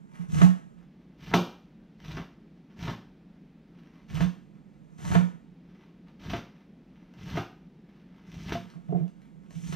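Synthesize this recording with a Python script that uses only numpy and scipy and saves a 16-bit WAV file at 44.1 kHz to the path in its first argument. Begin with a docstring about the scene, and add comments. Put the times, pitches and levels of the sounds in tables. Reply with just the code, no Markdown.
"""Shredding cabbage

A large knife cuts cabbage on a plastic board on a stone counter, about one stroke a second.
Each stroke is a swelling crunch of fracturing fibres that ends in an impact: the edge excites the
modes of the board and the counter booms. An appliance hums low in the quiet, reverberant kitchen.
The stereo image is now wide and crisp, now narrow and duller."""
import sys
import numpy as np
from scipy import signal
from scipy.fft import rfft, irfft, next_fast_len
from scipy.io import wavfile

SR = 44100
rng = np.random.default_rng(int(sys.argv[2]) if len(sys.argv) > 2 else 0)


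def transcribe(u):
    """Save the signal u as a 16-bit wav file named by the first command-line argument.

    u: samples, shape (n,) or (channels, n), limited to [-1, 1]; the rate is SR.
    q: integer samples, one column per channel.
    """
    v = np.clip(np.atleast_2d(u).T, -1, 1)
    q = np.round(v * 32767).astype(np.int16)
    wavfile.write(sys.argv[1], SR, q)


N = 429975
TIME = np.arange(N) / SR

# Levels in the tables are relative: each layer adds a gain of its own.
# Strokes of the blade; down_s is its arrival at the board, draw_db the step in level as it slides on:
# down_s, descent_s, snap_db, crush_db, shear_db, push_db, pinch_db, draw_db
STROKES = [(0.419, 0.14, -44.5, -42.5, -55, -29, -36, 0), (1.339, 0.17, -48.5, -50.5, -85, -49, -20, -6),
           (2.17, 0.18, -47.5, -45.5, -64, -43, -38, -5), (2.879, 0.12, -45, -40.5, -61, -39.5, -37, -1.5),
           (4.205, 0.13, -43, -42, -68.5, -36, -50, -0.5), (5.152, 0.18, -42.5, -38.5, -53, -33, -38, -7),
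           (6.336, 0.15, -45.5, -42.5, -62, -40, -51.5, -1.5),
           (7.374, 0.22, -46, -44.5, -62, -41.5, -35.5, -2),
           (8.519, 0.26, -50, -51, -59, -43.5, -35.5, -1.5), (9.75, 0.26, -51, -61, -55, -45.5, -40, -5)]
# Impacts of the edge on the board: time_s, peak_db, boom_db, ring_db, treble_db
KNOCKS = [(0.417, -17, -13.5, -32.5, -55), (1.338, -8.5, -19.5, -22, -22), (2.17, -27, -44, -43.5, -50),
          (2.879, -24, -36, -33, -58), (4.206, -22.5, -21, -44, -49), (4.221, -29, -38.5, -40.5, -38),
          (5.152, -16, -15.5, -27.5, -56), (6.334, -20.5, -44.5, -32, -51), (7.372, -24, -40, -35, -32),
          (8.521, -22, -45, -41.5, -28.5), (8.553, -34, -34.5, -34.5, -42), (9.724, -29, -30.5, -51, -29.5)]
# Soft bumps of hand and knife against the board: time_s, scuff_db, boom_db
BUMPS = [(0.195, -59, -33), (8.755, -58.5, -40.5), (8.889, -41.5, -26.5), (8.922, -35, -28),
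         (8.945, -40, -22.5), (9.003, -46, -26), (9.023, -56.5, -27), (9.558, -70, -33),
         (9.629, -74, -32.5)]
# Spectrum of the crisp crunch as heard through the narrow, duller microphone pickup:
# frequency_hz, level_db
HEARD_CRUNCH = [(100, -26), (900, -7), (1800, -0.5), (3000, 3), (4100, -3.5), (6000, -7.5), (7200, -22.5),
                (9500, -28), (11200, -38.5), (12400, -16.5), (15500, -31)]
# Spectrum of the contact between edge and board: frequency_hz, level_db
CONTACT_SPECTRUM = [(40, -15.5), (130, -3.5), (320, 6), (700, -4), (1300, -2.5), (2000, -5.5),
                    (3200, -10.5), (5000, -22), (12000, -64)]


def from_db(db):
    """Amplitude ratio of a level in decibels."""
    return 10 ** (np.asarray(db) / 20)


def at_hz(points, hz, axis=1):
    """Interpolation of one table column on a logarithmic frequency axis."""
    points = np.array(points, float)
    return np.interp(np.log(hz + 1e-3), np.log(points[:, 0]), points[:, axis])


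def convolve(x, response):
    """A linear system convolves its input with its impulse response."""
    return signal.oaconvolve(x, response)[:N]


def pulse(spectrum, size=4096):
    """Folding the cepstrum gives a minimum-phase pulse with this spectrum, scaled to unit energy."""
    hz = np.fft.rfftfreq(size, 1 / SR)
    cepstrum = irfft(np.log(from_db(at_hz(spectrum, hz))))
    cepstrum[1:size // 2] *= 2
    cepstrum[size // 2 + 1:] = 0
    shape = irfft(np.exp(rfft(cepstrum)))
    return shape / np.linalg.norm(shape)


def clicks(times, level_db):
    """An impulse train, one impulse for each event."""
    out = np.zeros(N)
    out[np.clip(np.round(times * SR).astype(int), 0, N - 1)] = from_db(level_db)
    return out


def swell(rise_s):
    """A critically damped envelope that peaks at 1 after rise_s."""
    t = TIME[:SR // 2]
    return t / rise_s * np.exp(1 - t / rise_s)


def grains(per_s, spread_db):
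    """Shot noise: impulses of random time, sign and size, scaled to rms 1."""
    sizes = from_db(spread_db * np.minimum(rng.exponential(1, N), 4))
    shots = sizes * rng.choice([-1, 1], N) * (rng.random(N) < per_s / SR)
    return shots / np.sqrt(np.mean(shots ** 2) + 1e-20)


def strike(times, level_db, spectrum, rise_s):
    """Each event is a superposition of tiny contacts in a brief flurry."""
    envelope = convolve(clicks(times, level_db), swell(rise_s))
    return convolve(envelope * grains(per_s=12000, spread_db=-2), pulse(spectrum))


def hum():
    """Stationary filtered noise: the low drone of an appliance over faint air noise."""
    # Spectrum of drone and air: frequency_hz, level_db
    hum_spectrum = [(15, -55.5), (25, -14), (59, -14.5), (101, -28), (169, -1.5), (253, -9.5), (567, -27.5),
                    (871, -32.5), (1050, -38), (2420, -39.5), (2920, -43.5), (3170, -43), (6920, -55),
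                    (13900, -58.5), (15500, -71)]
    drone = convolve(rng.standard_normal(N), pulse(hum_spectrum))
    low_pass = signal.butter(4, 6500, fs=SR, output="sos")
    return from_db(-53) * signal.sosfilt(low_pass, drone)


def shifting():
    """Envelope of friction in the heap: smooth swells over a faint rustle under the hand."""
    # Leaves shifted by hand and blade between strokes: time_s, half_length_s, level_db
    shifts = [(0.134, 0.038, -68.5), (0.197, 0.041, -56.5), (0.81, 0.024, -72), (2.721, 0.016, -62),
              (3.836, 0.065, -65), (3.982, 0.032, -66), (5.777, 0.091, -70.5), (6.09, 0.016, -69),
              (6.585, 0.034, -69), (6.966, 0.052, -73), (7.154, 0.055, -74), (7.96, 0.1, -71),
              (8.216, 0.077, -69), (8.69, 0.056, -61.5), (8.952, 0.088, -65.5), (9.217, 0.054, -72.5),
              (9.453, 0.021, -72)]
    swells = sum(from_db(db) * np.maximum(1 - ((TIME - time_s) / (2 * half_s)) ** 2, 0) ** 2
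                 for time_s, half_s, db in shifts)
    return from_db(-78.5) + swells


def clumps(depth_db=4, per_s=110):
    """Random amplitude modulation: leaf after leaf gives way, so the crunch comes in clumps."""
    return from_db(depth_db * np.interp(TIME * per_s, np.arange(N), rng.standard_normal(N)))


def cutting(top_db, swell_db, bend):
    """Envelope of fracture: it swells as the cut deepens, sags as the blade slides, dies as it lifts."""
    ease_in_s, creep_s, creep_db = 0.012, 0.065, -12
    draw_s, sag_db_per_s, lift_db_per_s = 0.034, 57.5, 389
    out = np.zeros(N)
    for (down_s, descent_s, *_, draw_db), db in zip(STROKES, top_db):
        near = np.abs(TIME - down_s) < .5
        t = TIME[near] - down_s
        sinking_db = -swell_db * np.clip(-t / descent_s, 0, 1) ** bend
        drawn_db = draw_db - sag_db_per_s * t - lift_db_per_s * np.maximum(t - draw_s, 0)
        # the edge creases the outer leaf before its first bite
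        creep = from_db(creep_db) * np.exp(np.minimum(t + descent_s, 0) / creep_s)
        touch = np.clip((t + descent_s) / ease_in_s, creep, 1)
        out[near] += touch * from_db(db + np.where(t < 0, sinking_db, drawn_db))
    return out


def pinch(rise_s=0.0072, fall_s=0.0066):
    """Envelope of compression: the last leaves give way between edge and board in a short burst."""
    out = np.zeros(N)
    for down_s, *_, pinch_db, _ in STROKES:
        near = np.abs(TIME - down_s) < .1
        t = TIME[near] - down_s
        out[near] += from_db(pinch_db) * np.exp(np.minimum(t / rise_s, -t / fall_s))
    return out


def stray_cracks(envelope, spectrum, per_s, over_db):
    """A Poisson process of single cracks whose level follows a layer's envelope."""
    now = (rng.random(N) < per_s / SR) & (envelope > 0)
    return strike(TIME[now], 20 * np.log10(envelope[now]) + over_db, spectrum, rise_s=0.00031)


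def cabbage():
    """Fracture and friction: fibres snap, leaf is crushed, steel hisses, ribs crack, shreds rustle."""
    # Fractures of thick ribs: time_s, peak_db
    rib_cracks = [(0.136, -52), (0.3007, -47), (0.3452, -30.5), (1.2695, -39.5), (2.002, -47), (2.058, -44),
                  (2.0815, -36), (2.7915, -40), (4.1, -38.5), (5.0066, -50), (5.0516, -34), (6.0832, -53),
                  (7.138, -46), (8.317, -40), (8.3422, -37), (8.4938, -29), (8.7012, -44), (9.0795, -48),
                  (9.2178, -52), (9.507, -44.5), (9.637, -48), (9.6784, -41)]
    # Spectrum of leaf being crushed: frequency_hz, level_db
    crush_spectrum = [(60, -11), (300, 6.5), (560, -3.5), (690, 6.5), (850, 0.5), (1250, -0.5), (1700, 0.5),
                      (2800, -16.5), (9000, -56.5)]
    # Spectrum of steel sliding through wet leaf: frequency_hz, level_db
    shear_spectrum = [(1000, -35.5), (3500, -21.5), (5800, 0.5), (7000, -11), (9500, -22.5), (11200, -21.5),
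                      (12400, -26), (15500, -28.5)]
    # Spectrum of rustling shreds as heard through the narrow, duller microphone pickup:
    # frequency_hz, level_db
    heard_rustle = [(400, -6.5), (750, 2.5), (1400, 2), (2300, -0.5), (3300, -5), (4300, -14), (5800, -13),
                    (7200, -30), (11200, -33.5), (12500, -25.5), (15500, -38.5)]
    snap_db, crush_db, shear_db = np.transpose(STROKES)[2:5]
    giving, loose = clumps(), shifting()
    fibres = cutting(snap_db, swell_db=19, bend=1.6)
    leaf = cutting(crush_db, swell_db=22.5, bend=1.3) + pinch()
    snaps = fibres * giving * grains(per_s=4500, spread_db=2.5) * from_db(-4.5)
    crush = leaf * giving * grains(per_s=2000, spread_db=5.5) * from_db(-2)
    friction = grains(per_s=9000, spread_db=1)
    shear = cutting(shear_db, swell_db=15, bend=2.6) * clumps() * friction * from_db(-7)
    shreds = loose * clumps() * grains(per_s=1100, spread_db=2) * from_db(-3.5)
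    times, peak_db = np.transpose(rib_cracks)
    thick_ribs = strike(times, peak_db - 7.5, HEARD_CRUNCH, rise_s=0.00074)
    thick_ribs += strike(times, peak_db - 12.5, crush_spectrum, rise_s=0.0014)
    small_ribs = stray_cracks(fibres, HEARD_CRUNCH, per_s=30, over_db=6)
    ticks = stray_cracks(loose, heard_rustle, per_s=14, over_db=10)
    layers = ((snaps, HEARD_CRUNCH), (crush, crush_spectrum),
              (shear, shear_spectrum), (shreds, heard_rustle))
    crunch = sum(convolve(source, pulse(spectrum)) for source, spectrum in layers)
    return thick_ribs + small_ribs + ticks + crunch


def bumps():
    """Soft contact carries little treble: hand and handle touch and drag dully on the board."""
    # Spectrum of a scuff: frequency_hz, level_db
    scuff_spectrum = [(40, -24), (120, -17), (300, 16.5), (450, 14), (560, 1), (690, 14), (820, -5),
                      (1400, -21.5), (2500, -57), (9000, -85)]
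    times, scuff_db, _ = np.transpose(BUMPS)
    touch = strike(times, scuff_db + 4, scuff_spectrum, rise_s=0.0027)
    drag = strike(times, scuff_db - 4, scuff_spectrum, rise_s=0.02)
    return touch + drag


def boom(times, level_db, rise_s):
    """A damped resonance of the counter builds and decays; its pitch varies with the spot struck."""
    nominal_hz, dip, settle_s = 177.7, 0.12, 0.019   # it starts flat under the load of the blade
    out, t = np.zeros(N + SR), TIME[:SR // 2]
    cycles = nominal_hz * np.cumsum(1 - dip * np.exp(-t / settle_s)) / SR
    for time_s, db, detune in zip(times, level_db, rng.uniform(-0.022, 0.029, len(times))):
        at = int(time_s * SR)
        out[at:at + len(t)] += from_db(db) * swell(rise_s) * np.sin(2 * np.pi * cycles * (1 + detune))
    return out[:N]


def counter(rock_s=0.055):
    """Impacts excite the counter, again as the board rocks back; a resting hand damps a bump's boom."""
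    knock_s, _, knock_db, _, _ = np.transpose(KNOCKS)
    bump_s, _, bump_db = np.transpose(BUMPS)
    struck = boom(knock_s, knock_db - 1, rise_s=.023)
    rocked = boom(knock_s + rock_s, knock_db - 12.5, rise_s=0.02)
    return struck + rocked + boom(bump_s, bump_db - 1, rise_s=0.014)


def push():
    """Forced vibration: the blade sinks in jerks, each shaking the board through the leaves."""
    # Spectrum of the board's response to a jerk: frequency_hz, level_db
    push_spectrum = [(20, -19.5), (45, -1.5), (85, -3), (120, -3), (150, 4), (176, 5.5), (215, -10.5),
                     (300, -13.5), (600, -37), (3000, -85.5)]
    push_db = np.transpose(STROKES)[5]
    force = cutting(push_db, swell_db=22.5, bend=1.8) * grains(per_s=500, spread_db=4.5)
    return convolve(force, pulse(push_spectrum)) * from_db(7.5)


def edge_db():
    """Cushioning: leaves under the edge take more treble from a weaker blow."""
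    _, peak_db, _, _, treble_db = np.transpose(KNOCKS)
    return treble_db + .5 * (peak_db - peak_db.max())


def board(times, level_db, soft_hz, vary_db):
    """Modal superposition: each blow rings the modes with random strengths, weakly above soft_hz."""
    # Modes of board and blade: frequency_hz, level_db, t60_s
    modes = [(113.7, 3.5, 0.32), (229.3, 0, 0.39), (281, 1.5, 0.38), (350.4, -1.5, 0.33), (456, -5, .15),
             (685, -18, 0.068), (686, 8.5, 0.16), (1013, -7, 0.06), (1313, -11, 0.093), (1755, -3, 0.081),
             (1893, -18.5, 0.13), (2390, -17, 0.45), (3023, -14, 0.19), (3500, -6.5, 0.073),
             (3550, -7.5, 0.19)]
    out, t = np.zeros(N + SR), TIME[:SR // 2]
    scatters = rng.standard_normal((len(times), len(modes)))
    hz, mode_db, t60_s = np.transpose(modes)
    rings = np.sin(2 * np.pi * hz[:, None] * t) * from_db(-60 * t / t60_s[:, None])
    for time_s, db, scatter in zip(times, level_db, scatters):
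        at = int(time_s * SR)
        strengths = from_db(db + mode_db + vary_db * scatter) / (1 + (hz / soft_hz) ** 4)
        signs = np.sign(np.roll(scatter, 1))
        out[at:at + len(t)] += (strengths * signs) @ rings
    return out[:N]


def knocks():
    """Impact and free vibration: the edge lands through the last leaves and the board rings."""
    times, peak_db, _, ring_db, _ = np.transpose(KNOCKS)
    contact = strike(times, peak_db - 7.5, CONTACT_SPECTRUM, rise_s=0.0015)
    edge = strike(times, edge_db() - 12.5, HEARD_CRUNCH, rise_s=0.002)
    return contact + edge + board(times, ring_db - 8.5, soft_hz=3500, vary_db=-4.5)


def knock_claps():
    """Impulsive excitation of the room: each landing reaches the walls as a single clap."""
    times, peak_db = np.transpose(KNOCKS)[:2]
    contact = convolve(clicks(times, peak_db), pulse(CONTACT_SPECTRUM))
    edge = convolve(clicks(times, edge_db() + 10.5), pulse(HEARD_CRUNCH))
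    return from_db(14.5) * (contact + edge)


def kitchen(x, early_t60_s=0.15, early_db=-1, tail_t60_s=0.42, build_s=0.0025):
    """Reverberation: early reflections from counter and cupboards, then the room's exponential tail."""
    t = TIME[:int(.7 * SR)]
    decay = from_db(-60 * t / tail_t60_s) + from_db(early_db - 60 * t / early_t60_s)
    echoes = rng.standard_normal(len(t)) * decay * (1 - np.exp(-t / build_s))
    return convolve(x, echoes / np.linalg.norm(echoes))


def image_width(fade_s=0.19):
    """Linear crossfades set the width of the stereo image, from 0 (narrow) to 1 (wide)."""
    # Stretches with a widened image: start_s, end_s, width_fraction
    stretches = [(-0.1, 0.8, 0.95), (1.25, 1.42, 0.06), (4.07, 4.917, 0.41), (4.875, 5.46, 0.72),
                 (8.658, 9.903, 0.6)]
    return sum(width * np.clip(np.minimum(TIME - start_s, end_s - TIME) / fade_s + .5, 0, 1)
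               for start_s, end_s, width in stretches)


def high_pass(x, corner_hz):
    """A Butterworth filter passes the treble."""
    return signal.sosfilt(signal.butter(6, corner_hz, "high", fs=SR, output="sos"), x)


def stereo(middle, diffuse, shake):
    """Mid-side stereo: a wide image is crisp with a strong side; a narrow one has only a treble side."""
    # Frequency response of the wide image: frequency_hz, gain_db
    wide_colour = [(60, -4), (120, 2.5), (180, 2.5), (280, -4), (650, -2.5), (1300, -2), (3000, -3.5),
                   (5200, -4), (6300, 4), (7500, 12.5), (10800, 11.5), (12400, 1), (15500, -3.5)]
    # Its side signal relative to the middle: frequency_hz, gain_db, phase_rad
    wide_side = [(50.3, -6.5, 2.2), (110, -3.5, 1.4), (174, 5, 2.77), (280, -4, 1.6), (450, 5.5, 2.0),
                 (714, 6.5, 2.2), (900, 5.5, 1.6), (1350, 8.5, 1.5), (2000, -1, 1.6), (4200, -7, 1.6),
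                 (7500, -1, 1.8), (12500, -3.5, 0.4)]
    width, size = image_width(), 2 * next_fast_len(N // 2 + SR)
    hz = np.fft.rfftfreq(size, 1 / SR)
    colour = from_db(at_hz(wide_colour, hz))
    end_taper = np.clip((TIME[-1] - TIME) / .004, 0, 1)
    wide_spectrum = rfft(middle * end_taper, size) * colour
    side_response = from_db(at_hz(wide_side, hz)) * np.exp(1j * at_hz(wide_side, hz, axis=2))
    shifted = irfft(wide_spectrum * side_response)[:N]
    sparkle = from_db(1) * irfft(rfft(high_pass(diffuse, corner_hz=6000), size) * colour)[:N]
    narrow_side = from_db(3) * high_pass(diffuse, corner_hz=11800)
    side = width * (shifted + shake + sparkle) + (1 - width) * narrow_side
    mid = width * irfft(wide_spectrum)[:N] + (1 - width) * middle
    return mid + side * np.array([[1], [-1]])


def scene():
    """Superposition of cutting, board, counter and hum with the reverberation of the kitchen."""
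    leaves = cabbage()
    airborne = leaves + knock_claps()
    room, diffuse = kitchen(airborne), kitchen(airborne)   # two uncorrelated sets of reflections
    thud = from_db(-6 * image_width()) * push()
    # in the wide image, vibration through the counter moves the two microphones against each other
    shake = from_db(1.5) * push() + knocks()
    middle = from_db(-1) * leaves + room + knocks() + counter() + bumps() + thud + hum()
    return stereo(middle, diffuse, shake)


def record(dry):
    """Self-noise and band limiting: the microphones add faint hiss; deep rumble and the top are cut."""
    hiss = from_db(-87.5) * rng.standard_normal((2, N))
    low_hz, top_hz = 22, 15750
    low_cut = signal.butter(2, low_hz, "high", fs=SR, output="sos")
    top_cut = signal.ellip(12, .1, 80, top_hz, fs=SR, output="sos")
    return signal.sosfilt(np.vstack([low_cut, top_cut]), dry + hiss)


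dry = scene()
out = record(dry)
transcribe(out)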